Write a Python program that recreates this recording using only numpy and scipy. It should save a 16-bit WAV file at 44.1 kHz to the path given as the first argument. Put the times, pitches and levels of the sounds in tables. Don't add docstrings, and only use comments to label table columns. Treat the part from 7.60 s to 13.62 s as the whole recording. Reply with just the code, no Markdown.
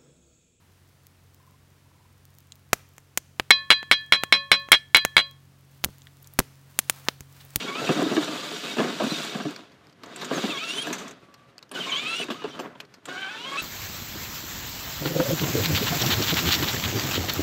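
import sys
import numpy as np
from scipy import signal
from scipy.fft import rfft, irfft, next_fast_len
from scipy.io import wavfile
from scipy.ndimage import uniform_filter1d

SR = 44100
rng = np.random.default_rng(int(sys.argv[2]) if len(sys.argv) > 2 else 0)


def digitize_waveform(pressure):
    field = np.atleast_2d(pressure).T
    bounded = np.clip(field, -1, 1)
    quanta = np.round(bounded * 32767).astype(np.int16)
    wavfile.write(sys.argv[1], SR, quanta)


N = 265476


def gain_of(db):
    return 10 ** (np.asarray(db) / 20)


def evened(x):
    return x / np.sqrt(np.mean(x ** 2) + 1e-20)


def read(points, hz):
    f, value = np.transpose(points)
    return np.interp(np.log(hz + 1), np.log(f + 1), value)


def add(mix, s, sound):
    part = mix[round(s * SR):][:len(sound)]
    part += sound[:len(part)]


def resonate(x, hz, width):
    b, a = signal.iirpeak(hz, hz / width, SR)
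    once = signal.lfilter(b, a, x)
    return signal.lfilter(b, a, once)


def coloured(x, points):
    size = next_fast_len(len(x))
    curve_db = read(points, np.fft.rfftfreq(size, 1 / SR))
    shaped = irfft(rfft(x, size) * gain_of(curve_db), size)
    return evened(shaped[:len(x)])


def wander(seconds, count=N):
    size = max(int(seconds * SR), 2)
    smooth = uniform_filter1d(rng.standard_normal(count), size)
    return evened(uniform_filter1d(smooth, size))


def grit(per_s, spread_db, share):
    size_db = spread_db * np.minimum(rng.exponential(1, N), 5)
    size = gain_of(size_db) * rng.standard_normal(N)
    ticks = size * (rng.random(N) < per_s / SR)
    return np.sqrt(1 - share ** 2) * rng.standard_normal(N) + share * evened(ticks)


def gritty(turns, db, rough=.5):
    count = len(turns)
    skirt = 1 + rough * (.6 * wander(.002, count) + wander(.0004, count))
    swell = gain_of(db + 1.0 * wander(0.064, count))
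    return np.sqrt(2) * swell * skirt * np.sin(2 * np.pi * turns)


# (t/s, motor level/dB, rolling level/dB)
DRIVING_RUNS = [
    [(0, -36, -35), (.13, -42, -44.5), (.27, -34, -35), (.42, -36.5, -30), (.6, -35.5, -36),
     (.75, -37, -39), (1.1, -36, -39), (1.16, -38.5, -39.5), (1.22, -36.5, -28), (1.37, -39, -41),
     (1.56, -32, -33), (1.68, -36, -41.5), (1.75, -39.5, -38), (1.91, -45.5, -43), (2.04, -56.5, -53)],
    [(2.44, -58.5, -47), (2.6, -44.5, -46), (2.69, -44, -38.5), (2.73, -37, -34), (2.85, -34, -33.5),
     (2.95, -39.5, -42), (3.12, -38.5, -44), (3.27, -39, -38.5), (3.5, -52, -46.5)],
    [(4.149, -37.5, -37), (4.3, -41.5, -46), (4.5, -40, -42), (4.629, -39, -47), (4.66, -48, -45.5),
     (4.94, -51, -47), (5.05, -58.5, -41), (5.14, -75, -53)],
    [(5.489, -43, -37), (5.65, -46.5, -58), (5.87, -44, -42.5), (6.02, -38.5, -49)],
]
REST_MOTOR_DB, REST_ROLL_DB = -73.5, -62
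PICKUP_S, RUNOUT_S = 0.038, 0.15


def levels():
    rest = REST_MOTOR_DB, REST_ROLL_DB
    rows = []
    for run in DRIVING_RUNS:
        rows += [(run[0][0] - PICKUP_S, *rest), *run, (run[-1][0] + RUNOUT_S, *rest)]
    s, motor_db, roll_db = np.transpose(rows)
    t = np.arange(N) / SR
    return np.interp(t, s, motor_db), np.interp(t, s, roll_db)


# (f/Hz, relative level per Hz/dB)
GEAR_SPECTRUM = [(820, -16), (1400, 9), (2410, 4), (2630, -1), (2870, 11), (3820, 11), (5140, 5.5),
                 (5690, -4), (6190, 3), (9000, -38), (11700, -50), (19800, -120)]
# (f/Hz, width/Hz, relative level/dB)
CASING_MODES = [(2263, 90, 7), (2575, 490, 6), (2703, 65, 3), (3140, 19, 11), (3415, 310, 2.5),
                (3704, 157, 9), (3915, 130, 0.5), (4660, 160, -1), (5736, 580, -0.5), (6600, 290, -1.5)]
# (f/Hz, relative level per Hz/dB)
WHEEL_SPECTRUM = [(24, -79), (40, -60), (102, -23), (143, 2.5), (234, 1.5), (713, -0.5), (826, -32),
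                  (1290, -32), (2000, -6.5), (2600, -43), (4400, -120)]
# (f/Hz, relative level per Hz/dB)
BRUSH_SPECTRUM = [(5000, -29), (7000, 12.5), (9000, 2.5), (10500, -3), (14000, -2)]
# (f/Hz, relative level/dB, t60/s)
BODY_MODES = [(184, -3.5, 0.029), (255.7, 9, 0.057), (306, 9, 0.18), (370, 7.5, 0.043), (419, 8.5, 0.035),
              (518, 1, 0.02), (721, -1.5, 0.027)]
HISS_DB, HISS_FOLLOW = -10.5, 1.174
RATTLE_DB, RATTLE_MOTOR_SHARE = -4, 0.021


def drive():
    grind_db, rumble_db = levels()
    hiss_db = grind_db.max() + HISS_DB + HISS_FOLLOW * (grind_db - grind_db.max())
    rattle_db = RATTLE_DB + rumble_db + RATTLE_MOTOR_SHARE * (grind_db - rumble_db)
    load = wander(0.024)

    teeth = grit(per_s=900, spread_db=0.5, share=0.54)
    casing = sum(gain_of(db + 4.5 * wander(.02)) * resonate(teeth, hz, width)
                 for hz, width, db in CASING_MODES)
    gears = evened(coloured(teeth, GEAR_SPECTRUM) + 0.52 * evened(casing))
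    grind = gears * gain_of(grind_db + 0.5 * load)

    road = grit(per_s=180, spread_db=-0.5, share=0.43)
    hollow = sum(gain_of(db + 3 * wander(.025)) * resonate(road, hz, 73.0)
                 for hz, db, _ in BODY_MODES)
    wheels = evened(coloured(road, WHEEL_SPECTRUM) + 0.45 * evened(hollow))
    rumble = wheels * gain_of(rumble_db + 2.0 * load)

    rattle = evened(resonate(road, 1104, 1170)) * gain_of(rattle_db + 2.5 * load)
    brushes = coloured(grit(per_s=930, spread_db=6.5, share=0.3), BRUSH_SPECTRUM)
    hiss = brushes * gain_of(hiss_db + load)
    return grind + rumble + rattle + hiss


# (f/Hz, relative level per Hz/dB)
YARD_SPECTRUM = [(18, -55), (40, -24.5), (133, -1.5), (190, -8), (300, -11), (450, -14), (700, -16.5),
                 (945, -19.5), (1200, -16), (3000, -21.5), (15500, -45)]
YARD_DB = -60


def yard_noise():
    return coloured(rng.standard_normal(N), YARD_SPECTRUM) * gain_of(YARD_DB + 2.2 * wander(0.031))


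# (start t/s, end t/s, start f/Hz, end f/Hz, level/dB)
MOTOR_NOTES = [(0, 0.04, 3090, 3190, -44), (.004, 0.033, 2840, 2740, -41),
               (0.057, 0.114, 1392, 1360, -43.5), (0.203, 0.266, 1328, 1365, -43),
               (3.077, 3.197, 3430, 3480, -43), (3.601, 3.902, 1140, 1160, -62.5),
               (3.602, 3.975, 557, 550, -69.5), (4.155, 4.199, 1480, 1538, -40.5),
               (4.251, 4.374, 1040, 1152, -42.5), (4.263, 4.378, 2150, 2440, -43),
               (4.217, 4.267, 2830, 3000, -37), (4.35, 4.51, 2960, 3080, -48),
               (4.421, 4.487, 3050, 3114, -39), (4.532, 4.632, 3390, 3400, -43.5),
               (4.608, 4.642, 2702, 2623, -34), (4.782, 4.89, 2885, 2960, -52),
               (4.81, 4.97, 3540, 3480, -62), (4.897, 4.965, 3180, 3030, -50.5),
               (5.494, 5.646, 1572, 1610, -46), (5.697, 5.779, 1464, 1512, -43)]


def tone(start, end, from_hz, to_hz, db):
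    hz = np.linspace(from_hz, to_hz, round((end - start) * SR))
    rough = np.clip(abs(to_hz / from_hz - 1) * 20, .3, .8)
    note = gritty(np.cumsum(hz) / SR, db, rough)
    return start, note * signal.windows.tukey(len(hz), .3)


# (t/s, peak level of the body ring/dB, edge level against the ring/dB, t60/s)
BODY_KNOCKS = [(0.042, -24.5, -12, 0.11), (0.153, -28, 5, 0.095), (0.214, -22.5, -18, 0.17),
               (0.29, -11, -3.5, 0.065), (0.365, -21, -22, 0.4), (0.39, -21, -1.5, 0.072),
               (0.417, -17.5, -10, 0.1), (0.453, -17, -21, 0.12), (0.513, -17.5, -14, 0.25),
               (0.565, -10.5, -2.5, 0.13), (0.679, -23.5, -2.5, 0.16), (1.167, -22, -3.5, 0.15),
               (1.184, -21, 3, 0.08), (1.1925, -14.5, -1, 0.05), (1.2025, -15, 0, 0.057),
               (1.24, -18.5, -12, 0.33), (1.399, -17.5, -4, 0.16), (1.434, -17, -11, 0.12),
               (1.463, -25.5, -7, 0.061), (1.514, -18.5, -8, 0.058), (1.747, -21, -6, 0.12),
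               (1.8, -22.5, -1, 0.12), (1.851, -21, -5.5, 0.071), (2.434, -43, 6, 0.14),
               (2.621, -31, 5, 0.17), (2.711, -15.5, -8, 0.027), (2.777, -20, -11, 0.086),
               (2.837, -17, -9, 0.11), (2.888, -26.5, -25, 0.057), (3.27, -23, 2, 0.13),
               (3.303, -24, 0.5, 0.061), (4.113, -36.5, 4, 0.5), (4.598, -25, -4, 0.084),
               (4.684, -25, 0, 0.17), (4.702, -25, 4.5, 0.075), (4.819, -33.5, 2, 0.16),
               (4.84, -21, -5, 0.049), (4.85, -31, 4, 0.1), (4.991, -25, 4.5, 0.14), (5.049, -44, 8, 0.029),
               (5.152, -43.5, 3.5, 0.075), (5.485, -36, 4, 0.21)]


def knock(s, db, bright_db, t60):
    t = np.arange(9000) / SR
    fade = gain_of(-60 * t / t60) * np.minimum(t / 0.0014, 1)
    chatter = 1 + 9 * (rng.random(len(t)) < 250 / SR)
    blow = rng.standard_normal(len(t)) * chatter * fade
    blow += 9 * signal.unit_impulse(len(t), idx=40) + 1.85 * blow * gain_of(-60 * t / 0.012)
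    second_s = rng.uniform(0.00386, .009)
    blow = blow + 0.42 * np.pad(blow, (round(second_s * SR), 0))[:len(t)]

    ring = 0
    for k, (hz, mode_db, ring_s) in enumerate(BODY_MODES):
        off_db, shift = rng.standard_normal(2) * [2.5, .05]
        tilt_db = 0.13 * bright_db * np.log2(hz / 300)
        mode = resonate(blow, hz * (1 + shift), 7.7 / ring_s)
        ring = ring + (-1) ** k * gain_of(mode_db + off_db + tilt_db) * mode

    edge = resonate(blow, 1062, 760) + 0.75 * resonate(blow, 1578, 203)
    edge = (edge + 0.39 * resonate(blow, 2650, 1060)) * gain_of(-90 * t)
    return s, gain_of(db) * (ring / abs(ring).max() + gain_of(bright_db) * edge / abs(edge).max())


# (t/s, tooth rate f/Hz, base level/dB, lean to the upper multiples/dB per multiple)
MOTOR_SURGES = [
    [(.065, 1105, -54, -7), (.09, 1123, -38.5, -2), (.135, 1125, -49, -13), (.16, 1210, -39.5, -4),
     (.178, 1315, -43.5, -5), (.2, 1329, -39, -8), (.215, 1335, -53, -11), (.235, 1470, -59, 4),
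     (.27, 1510, -60, 3)],
    [(2.89, 1364, -37, -6), (2.91, 1326, -39, 6), (2.94, 1132, -40, -6.5), (2.975, 1086, -39.5, 0),
     (3.0, 1214, -43.5, 7.5), (3.035, 1326, -37, -4), (3.08, 1353, -40, 7), (3.105, 1357, -36.5, 7.5),
     (3.125, 1427, -46, 8), (3.155, 1518, -47, 7.5), (3.19, 1537, -44, 5.5), (3.21, 1634, -47, 2.5),
     (3.24, 1630, -38, 10.5)],
    [(4.26, 1265, -42, 9), (4.29, 1236, -44, 8.5), (4.305, 1114, -37.5, 3), (4.325, 1012, -39, 3),
     (4.34, 1002, -40.5, 1.5), (4.385, 1152, -37, 3), (4.41, 1208, -42.5, 4), (4.45, 1228, -40, 1),
     (4.48, 1302, -37, 5), (4.545, 1347, -34, 3.5), (4.562, 1420, -42, 9), (4.62, 1496, -44, 6.5),
     (4.645, 1520, -66, -9)],
    [(4.74, 1014, -61, -22), (4.765, 1274, -58, -13), (4.8, 1270, -56.5, -12), (4.85, 1160, -64, -14)],
    [(.69, 592, -46, -2), (.8, 588, -46.5, -2), (.93, 588, -50, -11)],
    [(5.48, 728, -42, 1.5), (5.545, 731, -46, -4.5), (5.565, 734, -37, -1.5), (5.605, 775, -46.5, -1),
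     (5.64, 767, -39.5, 0), (5.685, 793, -41, -3), (5.71, 868, -44.5, 1), (5.775, 889, -40.5, -1),
     (5.79, 924, -44.5, 1), (5.845, 996, -44, 0.5), (5.86, 1069, -41, -3), (5.955, 1102, -40.5, -7.5),
     (5.966, 1090, -42, -14.5), (5.976, 1285, -35.5, 1.5), (6.02, 1331, -32, 11.5)],
]
MULTIPLE_LEVELS = [-2.5, 0.5, -5, -10, -22, -11, -27]
# (f/Hz, gain/dB)
GEARBOX_RADIATION = [(700, -3), (900, -1.5), (1100, 1.5), (1350, 2.5), (1500, 5), (1750, -2), (1950, -25),
                     (2250, 4.5), (2450, 3), (2700, 4.5), (3050, 13.5), (3300, 9.5), (3500, 5), (3750, 0.5),
                     (4100, -7), (4600, -45), (5600, -9.5), (6600, -3.5), (8000, -18.5), (9400, -1),
                     (11000, -18)]
DROPOUT_DB = 3.2
HALVES_DB = -10


def surge(rows):
    s, *columns = np.transpose(rows)
    t = np.arange(s[0], s[-1], 1 / SR)
    hz, db, lean_db = (np.interp(t, s, c) for c in columns)
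    turns = np.cumsum(hz * (1 + 0.009 * wander(0.012, len(t)))) / SR
    whole = list(enumerate(MULTIPLE_LEVELS, 1))
    halves = [(k - .5, share_db + HALVES_DB) for k, share_db in whole[:5]]
    lines = 0
    for k, share_db in whole + halves:
        tilt_db = (np.clip(k, 1, 4) - 2) * lean_db
        dropout_db = DROPOUT_DB * wander(.02, len(t)) ** 2
        line_db = db + share_db + tilt_db + read(GEARBOX_RADIATION, k * hz) - dropout_db
        lines = lines + gritty(k * turns, line_db, rough=.25 + .07 * k)
    return s[0], lines * signal.windows.tukey(len(t), .1)


# (t/s, peak level/dB, f/Hz)
AXLE_SQUEALS = [(0.429, -33.5, 3770), (0.614, -33.5, 3780), (1.497, -29.5, 4080), (1.534, -34, 3720),
                (2.745, -34, 6460), (2.909, -29.5, 3610), (4.141, -31.5, 2980), (4.193, -26.5, 3130),
                (4.601, -44, 2970)]
SQUEAL_S = 0.038


def squeal(s, db, hz):
    t = np.arange(0, SQUEAL_S, 1 / SR)
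    turns = np.cumsum(hz * (1.02 - 1.4 * t)) / SR
    return s, gain_of(db) * np.hanning(len(t)) * np.sin(2 * np.pi * turns)


# (t/s, peak level/dB, centre f/Hz, t60/s)
RELAY_CLICKS = [(1.962, -26.5, 4270, 0.016), (2.118, -48, 4450, 0.051), (2.27, -40, 4560, 0.0068),
                (2.297, -46, 4000, 0.02), (2.3257, -48, 4480, 0.03), (2.4344, -31.5, 3900, 0.053),
                (2.46, -39, 6000, 0.026), (2.5607, -25, 7640, 0.037), (2.613, -26.5, 3540, 0.13),
                (2.646, -23.5, 6500, 0.063), (3.3282, -18.5, 6150, 0.1), (3.382, -30.5, 6200, 0.24),
                (3.48, -32.5, 6000, 0.078), (3.51, -34, 6460, 0.047), (3.741, -39, 4320, 0.036),
                (3.9812, -29, 4370, 0.011), (3.99, -38, 2510, 0.01), (4.0265, -32, 4000, 0.032),
                (4.093, -44, 4970, 0.015), (4.115, -30.5, 9100, 0.041), (4.7047, -25, 2940, 0.19),
                (4.992, -34, 4550, 0.11), (5.2019, -26.5, 2620, 0.038), (5.251, -42, 4000, 0.02),
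                (5.3397, -37, 4350, 0.056), (5.455, -28, 7360, 0.049)]
SIZZLE_DB = -19


def click(s, db, hz, t60):
    t = np.arange(4000) / SR
    snap = rng.standard_normal(len(t)) * gain_of(-60 * t / t60)
    sizzle = gain_of(SIZZLE_DB) * resonate(snap, 11000, 4900)
    sound = sizzle + resonate(snap, hz, 0.29 * hz) + 0.84 * resonate(snap, 1660, 3700)
    return s, gain_of(db) * sound / abs(sound).max()


# (t/s, level of the blow/dB)
METAL_JOLTS = [(3.27, 3.5), (4.997, 0)]
# (f/Hz, level before the blow's own/dB, t60/s)
METAL_MODES = [(6200, -42, 0.054), (7400, -46, 0.1), (9050, -51, 0.05), (10600, -51, 0.04),
               (13700, -53, 0.21)]


def ping(s, blow_db):
    t = np.arange(12000) / SR
    return s, sum(gain_of(blow_db + db - 60 * t / t60) * np.sin(2 * np.pi * hz * t)
                  for hz, db, t60 in METAL_MODES)


GROUND_HZ, GROUND_WIDE_HZ, GROUND_SHARE = 1875, 403, 0.31


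def off_paving(car):
    return car - GROUND_SHARE * resonate(car, GROUND_HZ, GROUND_WIDE_HZ)


def scene():
    car = drive()
    for play, table in ((tone, MOTOR_NOTES), (knock, BODY_KNOCKS), (squeal, AXLE_SQUEALS),
                        (click, RELAY_CLICKS), (ping, METAL_JOLTS)):
        for row in table:
            add(car, *play(*row))
    for rows in MOTOR_SURGES:
        add(car, *surge(rows))
    car = signal.sosfilt(signal.butter(4, 138, "high", fs=SR, output="sos"), car)
    return (off_paving(car) + yard_noise())[None]


EDGE_HZ = 15350


def record(dry):
    low_pass = signal.firwin(511, EDGE_HZ, window=("kaiser", 9), fs=SR)
    return signal.oaconvolve(dry, low_pass[None], "same")


dry = scene()
out = record(dry)
digitize_waveform(out)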